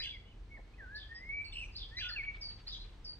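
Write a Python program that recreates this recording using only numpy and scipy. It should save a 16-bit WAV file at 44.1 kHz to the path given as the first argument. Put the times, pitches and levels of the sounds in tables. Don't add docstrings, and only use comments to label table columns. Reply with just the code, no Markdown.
import sys
import numpy as np
from scipy import signal
from scipy.fft import rfft, irfft, next_fast_len
from scipy.io import wavfile
from scipy.ndimage import uniform_filter1d

SR = 44100
rng = np.random.default_rng(int(sys.argv[2]) if len(sys.argv) > 2 else 0)


def voltage_ratio(level):
    return 10 ** (np.asarray(level, float) / 20)


def pcm_store(signal):
    levels = np.round(np.clip(np.atleast_2d(signal), -1, 1) * 32767)
    wavfile.write(sys.argv[1], SR, levels.astype(np.int16).T)


N = 140679


def rms_one(x):
    return x / np.sqrt(np.mean(x ** 2) + 1e-20)


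def at_hz(points, hz):
    table = np.array(points)
    return np.interp(np.log(hz), np.log(table[:, 0]), table[:, 1])


def drift(rate):
    r = np.exp(-2 * np.pi * rate / SR)
    return rms_one(signal.lfilter([1], [1, -2 * r, r * r], rng.standard_normal(N + SR))[SR:])


def clock():
    return np.arange(N) / SR


def whistle(start, stop, pitch, level):
    edge_s = .004
    t = clock()
    edge = np.clip(np.minimum(t - start, stop - t) / edge_s + .5, 0, 1)
    phase = 2 * np.pi * np.cumsum(pitch) / SR
    return np.sqrt(2) * edge ** 2 * level * np.sin(phase)


def slur(rows, shift=0, add_db=0):
    s, hz, db = np.transpose(rows)
    t = clock() - shift
    level = voltage_ratio(np.interp(t, s, db) + add_db)
    return whistle(s[0] + shift, s[-1] + shift, np.interp(t, s, hz), level)


def glides(rows):
    return sum(slur([(s, first, db), (s + d, last, db)]) for s, d, first, last, db in rows)


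def puffs(rows, width_s, low_hz, high_hz):
    noise = rng.standard_normal((3, N))
    band = signal.butter(4, [low_hz, high_hz], "band", fs=SR, output="sos")
    noise = signal.sosfilt(band, noise[0] + noise[1:])
    bells = sum(voltage_ratio(db) * np.exp(-.5 * ((clock() - s) / width_s) ** 2) for s, db in rows)
    return rms_one(noise) * bells


def air(spectrum, low_hz, high_hz, patchy_db):
    # f/Hz, correlation/1
    likeness = [(60, 0.98), (120, 0.91), (220, 0.85), (450, 0.79), (800, 0.4), (1500, 0.5), (3000, .05),
                (8000, 0.65)]
    out, together = 0, drift(2.8)
    edges = np.geomspace(low_hz, high_hz, int(2 * np.log2(high_hz / low_hz)) + 2)
    white = rng.standard_normal((2, 2, N + SR // 4))
    for k, (low, high) in enumerate(zip(edges, edges[1:])):
        band = signal.butter(2, [low, high], "band", fs=SR, output="sos")
        mid, side = signal.sosfilt(band, white[k % 2])[:, -N:]
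        hz = np.sqrt(low * high)
        alike = at_hz(likeness, hz)
        gain = voltage_ratio(at_hz(spectrum, hz) + patchy_db * (together + drift(17)))
        out = out + gain * (np.sqrt(1 + alike) * mid + np.sqrt(1 - alike) * side * [[1], [-1]])
    return rms_one(out)


def traffic_rumble():
    # f/Hz, level/dB per Hz
    rumble = [(18, -30), (30, 5.5), (49, -2), (71, -15.5), (106, -14), (173, -20), (436, -25.5), (538, -41),
              (700, -10.5), (910, -60), (1540, -120)]
    return voltage_ratio(-53.5) * air(rumble, 31, 700, patchy_db=.4)


def breeze():
    # f/Hz, level/dB per Hz
    hiss = [(700, -4.5), (1300, -9), (2500, -11), (4000, -14), (5500, -21.5), (7500, -27), (10000, -39),
            (16000, -40.5)]
    # t/s, level/dB
    freshening = [
        (0, -2.5),
        (1.2, 0),
        (1.599, 1.2),
        (3.19, 0.95),
    ]
    level = voltage_ratio(-68.5 + np.interp(clock(), *np.transpose(freshening)))
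    return level * air(hiss, 700, 16000, patchy_db=.3)


def drones():
    # f/Hz, rms level/dB
    engines = [(38, -60), (50, -62.5), (74, -64.5), (100, -64)]
    out = 0
    for hz, db in engines:
        level = voltage_ratio(db + 2.9 * drift(4.5))
        phase = 2 * np.pi * np.cumsum(hz + 5 * drift(3.945)) / SR
        out = out + np.sqrt(2) * level * np.sin(phase)
    return out


def cries():
    # t/s, lead-in level/dB, buzz level/dB, buzz length/s
    calls = [
        (-.012, -42, -44, 0.068),
        (1.968, -43, -44, 0.085),
    ]
    lead_s, lead_hz, lead_low_db = .03, 4000, -8
    buzz_hz, start_hz, climb_s, overtone_db = 3004, 2200, 0.00802, -27
    beat_hz, swing_hz, throb_db, fade_db_per_s = 95, 260, 0.5, 98
    upper_hz, upper_db = 470, -3
    t, out = clock(), 0
    wander_hz = 150 * drift(180)
    rough = voltage_ratio(2.5 * drift(200))
    for s, lead_db, buzz_db, d in calls:
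        b = s + lead_s
        out = out + whistle(s, b, lead_hz + 0 * t, voltage_ratio(lead_db))
        out = out + whistle(s, b, lead_hz / 2 + wander_hz, rough * voltage_ratio(lead_db + lead_low_db))
        left = np.exp(-np.clip(t - b, 0, 1) / climb_s)
        beat = np.cos(2 * np.pi * beat_hz * (t - b))
        steady = buzz_hz + (start_hz - buzz_hz) * left
        pitch = steady + wander_hz + swing_hz * beat
        fade_db = fade_db_per_s * np.clip(t - b - d / 2, 0, 1)
        level = rough * voltage_ratio(buzz_db - 10.0 * left - fade_db)
        out = out + whistle(b, b + d, pitch, level * voltage_ratio(throb_db * beat))
        out = out + whistle(b, b + d, steady + upper_hz, level * voltage_ratio(upper_db))
        out = out + whistle(b, b + d, 2 * pitch, level * voltage_ratio(overtone_db))
    return out


def peeps():
    # t/s, length/s, first f/Hz, last f/Hz, level/dB
    short_calls = [(2.725, .02, 5900, 5300, -62), (2.716, .02, 4100, 3700, -50),
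                   (2.745, .022, 3700, 3950, -52), (2.795, .03, 4100, 4000, -56),
                   (2.74, .015, 6800, 6200, -70), (0, .01, 5000, 4500, -44), (.012, .012, 5300, 4300, -50),
                   (.028, .012, 5200, 4000, -52), (2.7, .014, 4600, 5100, -53),
                   (2.893, .006, 3400, 2200, -62), (.092, .025, 3400, 3300, -49)]
    return glides(short_calls)


def singer():
    # t/s, f/Hz, level/dB
    dip = [(0.78, 2030, -68), (0.796, 1920, -52), (0.816, 1620, -52.5), (0.87, 1456, -58),
           (0.928, 1668, -52), (0.948, 1685, -46), (0.984, 1736, -48.5), (1.0, 1754, -57.5)]
    rise = [(1.09, 1804, -64), (1.128, 1830, -45.5), (1.141, 1843, -55.5), (1.15, 1870, -50),
            (1.184, 1898, -52.5), (1.194, 1962, -59.5), (1.24, 2086, -50), (1.286, 2190, -54.5),
            (1.294, 2195, -41), (1.361, 2298, -42), (1.419, 2318, -38), (1.431, 2320, -61.5)]
    lift = [
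        (1.909, 1710, -67),
        (1.924, 1781, -56),
        (1.951, 1912, -59.5),
        (1.994, 2060, -43.5),
    ]
    hook = [
        (2.005, 1869, -75),
        (2.011, 1776, -47),
        (2.032, 1460, -54),
        (2.06, 1450, -49),
        (2.097, 1468, -49),
        (2.109, 1316, -57.5),
    ]
    fall = [(2.155, 2892, -57), (2.163, 2746, -42), (2.191, 2283, -40.5), (2.211, 2165, -39),
            (2.23, 2195, -54), (2.241, 2300, -41), (2.252, 2280, -52), (2.288, 2262, -36.5),
            (2.315, 2227, -50.5)]
    # t/s, f/Hz, level/dB
    arch = [
        (.255, 2850, -72),
        (.3, 3060, -67),
        (.32, 2950, -69),
        (.337, 2350, -73),
    ]
    # t/s, f/Hz, level/dB
    droop = [
        (0.486, 2100, -84),
        (0.513, 2220, -60.5),
        (.55, 2205, -52),
        (0.564, 2085, -60.5),
        (0.583, 1710, -55),
    ]
    # t/s, length/s, first f/Hz, last f/Hz, level/dB
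    short_notes = [(.122, .05, 2400, 2000, -54), (.735, .015, 2400, 2600, -66.5),
                   (1.147, 0.046, 5050, 5030, -56.5), (1.41, 0.077, 8150, 8000, -76.5),
                   (2.092, .03, 1950, 1300, -49), (2.135, .04, 1850, 1600, -54),
                   (2.228, .012, 1800, 1800, -54.5), (2.25, 0.0058, 3600, 1300, -49),
                   (1.523, 0.0071, 3500, 3600, -49.5), (1.535, 0.0075, 4300, 4100, -50),
                   (.001, 0.039, 2400, 2700, -54), (1.985, .02, 2300, 2500, -44.5),
                   (.06, .03, 1650, 1600, -62.5), (.04, .03, 2400, 2000, -53)]
    # t/s, centre f/Hz, level/dB, depth of each down-stroke f/Hz
    trill = [
        (1.525, 2885, -54, 800),
        (1.567, 2773, -39, 925),
        (1.597, 2830, -41.5, 516),
        (1.618, 2706, -44.5, 155),
        (1.644, 2350, -43.5, 50),
    ]
    stroke_s, gap_depth = .0135, .9
    out = sum(slur(rows) for rows in (dip, rise, lift, hook, fall, arch, droop))
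    out += glides(short_notes)
    s, hz, db, depth_hz = np.transpose(trill)
    t = clock()
    stroke = (t - s[0]) / stroke_s % 1
    depth = np.interp(t, s, depth_hz)
    gap = 1 - gap_depth * depth / depth.max() * np.cos(np.pi * (stroke + 0.016)) ** 2
    pitch = np.interp(t, s, hz) + depth * (.5 - stroke)
    return out + whistle(s[0], s[-1], pitch, gap * voltage_ratio(np.interp(t, s, db)))


def ticks():
    # t/s, peak level/dB
    clicks = [(.002, -63), (1.001, -69), (1.555, -66), (1.811, -64.5), (1.87, -69), (2.108, -51.5),
              (2.43, -69), (2.719, -61)]
    out = np.zeros(N)
    for s, db in clicks:
        out[int(s * SR)] = voltage_ratio(db)
    return signal.sosfilt(signal.butter(2, 8000, "high", fs=SR, output="sos"), out + 1e-18)


def twitter():
    # t/s, length/s, f/Hz, level/dB
    far_notes = [(0.017, 0.043, 7950, -81.5), (1.525, 0.093, 7960, -72), (1.61, 0.056, 5850, -71.5),
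                 (2.002, 0.039, 7970, -85.5), (.035, 0.029, 6300, -73), (1.97, .06, 4600, -62.5),
                 (1.96, .08, 5700, -70.5), (1.72, 0.034, 4750, -64), (1.45, 0.057, 2800, -65.5),
                 (1.53, .1, 5200, -71), (2.42, 0.036, 5770, -66)]
    wobble_hz = 130 * drift(70)
    throb = voltage_ratio(4.3 * drift(63))
    return sum(whistle(s, s + d, hz + wobble_hz, throb * voltage_ratio(db)) for s, d, hz, db in far_notes)


def house_knocks():
    # t/s, peak level/dB
    thuds = [
        (.08, -72),
        (.59, -58.5),
        (.79, -66.5),
        (.835, -61.5),
        (2.19, -63),
    ]
    return puffs(thuds, width_s=.012, low_hz=150, high_hz=900)


def sparrow():
    # t/s after the start, f/Hz, level/dB re the chirp
    chirp_up = [(.02, 4000, -21.5), (.027, 4094, -3), (.036, 4704, 1), (.045, 5150, -8.5),
                (.05, 4600, -6.5), (.056, 3700, -8), (.066, 3470, -9.5)]
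    chirp_down = [(0.072, 3052, -9), (.08, 4200, -10), (0.091, 3453, -2.5), (.099, 3489, -8),
                  (.106, 3200, -2), (0.118, 3140, -22)]
    # t/s, level/dB
    chirps = [
        (0.926, -48),
        (1.73, -43.5),
        (2.644, -44.5),
    ]
    return sum(slur(part, s, db) for s, db in chirps for part in (chirp_up, chirp_down))


def seeps():
    # t/s, length/s, held f/Hz, drop f/Hz
    calls = [
        (1.445, .05, 4400, 300),
        (2.088, 0.054, 4330, 1188),
        (2.412, 0.1054, 4550, 1112),
        (3.046, 0.079, 4600, 1120),
    ]
    held_db = [-52, -45, -47.5, -49]
    drop_s, drop_db, rasp_hz = .007, 4, 201
    waver_hz, flutter_db = 40, 2.5
    out, hoarse = 0, drift(300)
    waver = rms_one(uniform_filter1d(hoarse, size=300))
    for (s, d, hz, drop_hz), db in zip(calls, held_db):
        left = np.exp(-np.clip(clock() - s, 0, 1) / drop_s)
        pitch = hz + (drop_hz + rasp_hz * hoarse) * left + waver_hz * waver
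        out = out + whistle(s, s + d, pitch, voltage_ratio(db + drop_db * left + flutter_db * waver))
    return out


def wing_beats():
    # t/s, peak level/dB
    beats = [(2.36, -60), (2.435, -66), (2.515, -62.5), (2.6, -63), (2.685, -60.5), (2.77, -66.5),
             (2.855, -64), (2.935, -69)]
    return puffs(beats, width_s=.014, low_hz=1150, high_hz=4200)


def yard(x, lag_s, wet_db, t60_s):
    lump_db, lump_s = 1.2, .012
    early_db, early_s = 4.5, .03
    gap_s, alike = 0.0055, 0.36
    t = np.arange(SR) / SR
    lumps = np.interp(t / lump_s, np.arange(200), rng.standard_normal(200))
    grain = rng.standard_normal((3, SR)) * voltage_ratio(lump_db * lumps)
    decay = voltage_ratio(early_db * np.exp(-t / early_s) - 60 * t / t60_s) * (t > gap_s)
    tail = (np.sqrt(alike) * grain[0] + np.sqrt(1 - alike) * grain[1:]) * decay
    tail = voltage_ratio(wet_db) * tail / np.sqrt(np.sum(tail ** 2, axis=1, keepdims=True))
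    size = next_fast_len(N + SR)
    port_lag_s = lag_s * np.array([[0], [1]])
    heard = rfft(x, size) * np.exp(-2j * np.pi * np.fft.rfftfreq(size, 1 / SR) * port_lag_s)
    direct = irfft(heard, size)[:, :N]
    echoes = irfft(heard * rfft(tail, size), size)[:, :N]
    return direct + voltage_ratio(1.2 * drift(34)) * echoes


def scene():
    floor = traffic_rumble() + breeze() + drones()
    flutter = voltage_ratio(1.8 * drift(83))
    rasp = voltage_ratio(3.0 * drift(380))
    small = (sparrow() + peeps()) * rasp + twitter()
    birds = yard(singer() * flutter, lag_s=90e-6, wet_db=-7.5, t60_s=.65)
    birds = birds + yard(small, lag_s=100e-6, wet_db=-1.0, t60_s=.42)
    birds = birds + yard(seeps() + cries(), lag_s=100e-6, wet_db=-4.0, t60_s=.38)
    return birds + ticks() + wing_beats() + house_knocks() + floor


def roll_off(x):
    return signal.sosfilt(signal.butter(12, 15700, fs=SR, output="sos"), x)


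def record(dry):
    return roll_off(dry)


dry = scene()
out = record(dry)
pcm_store(out)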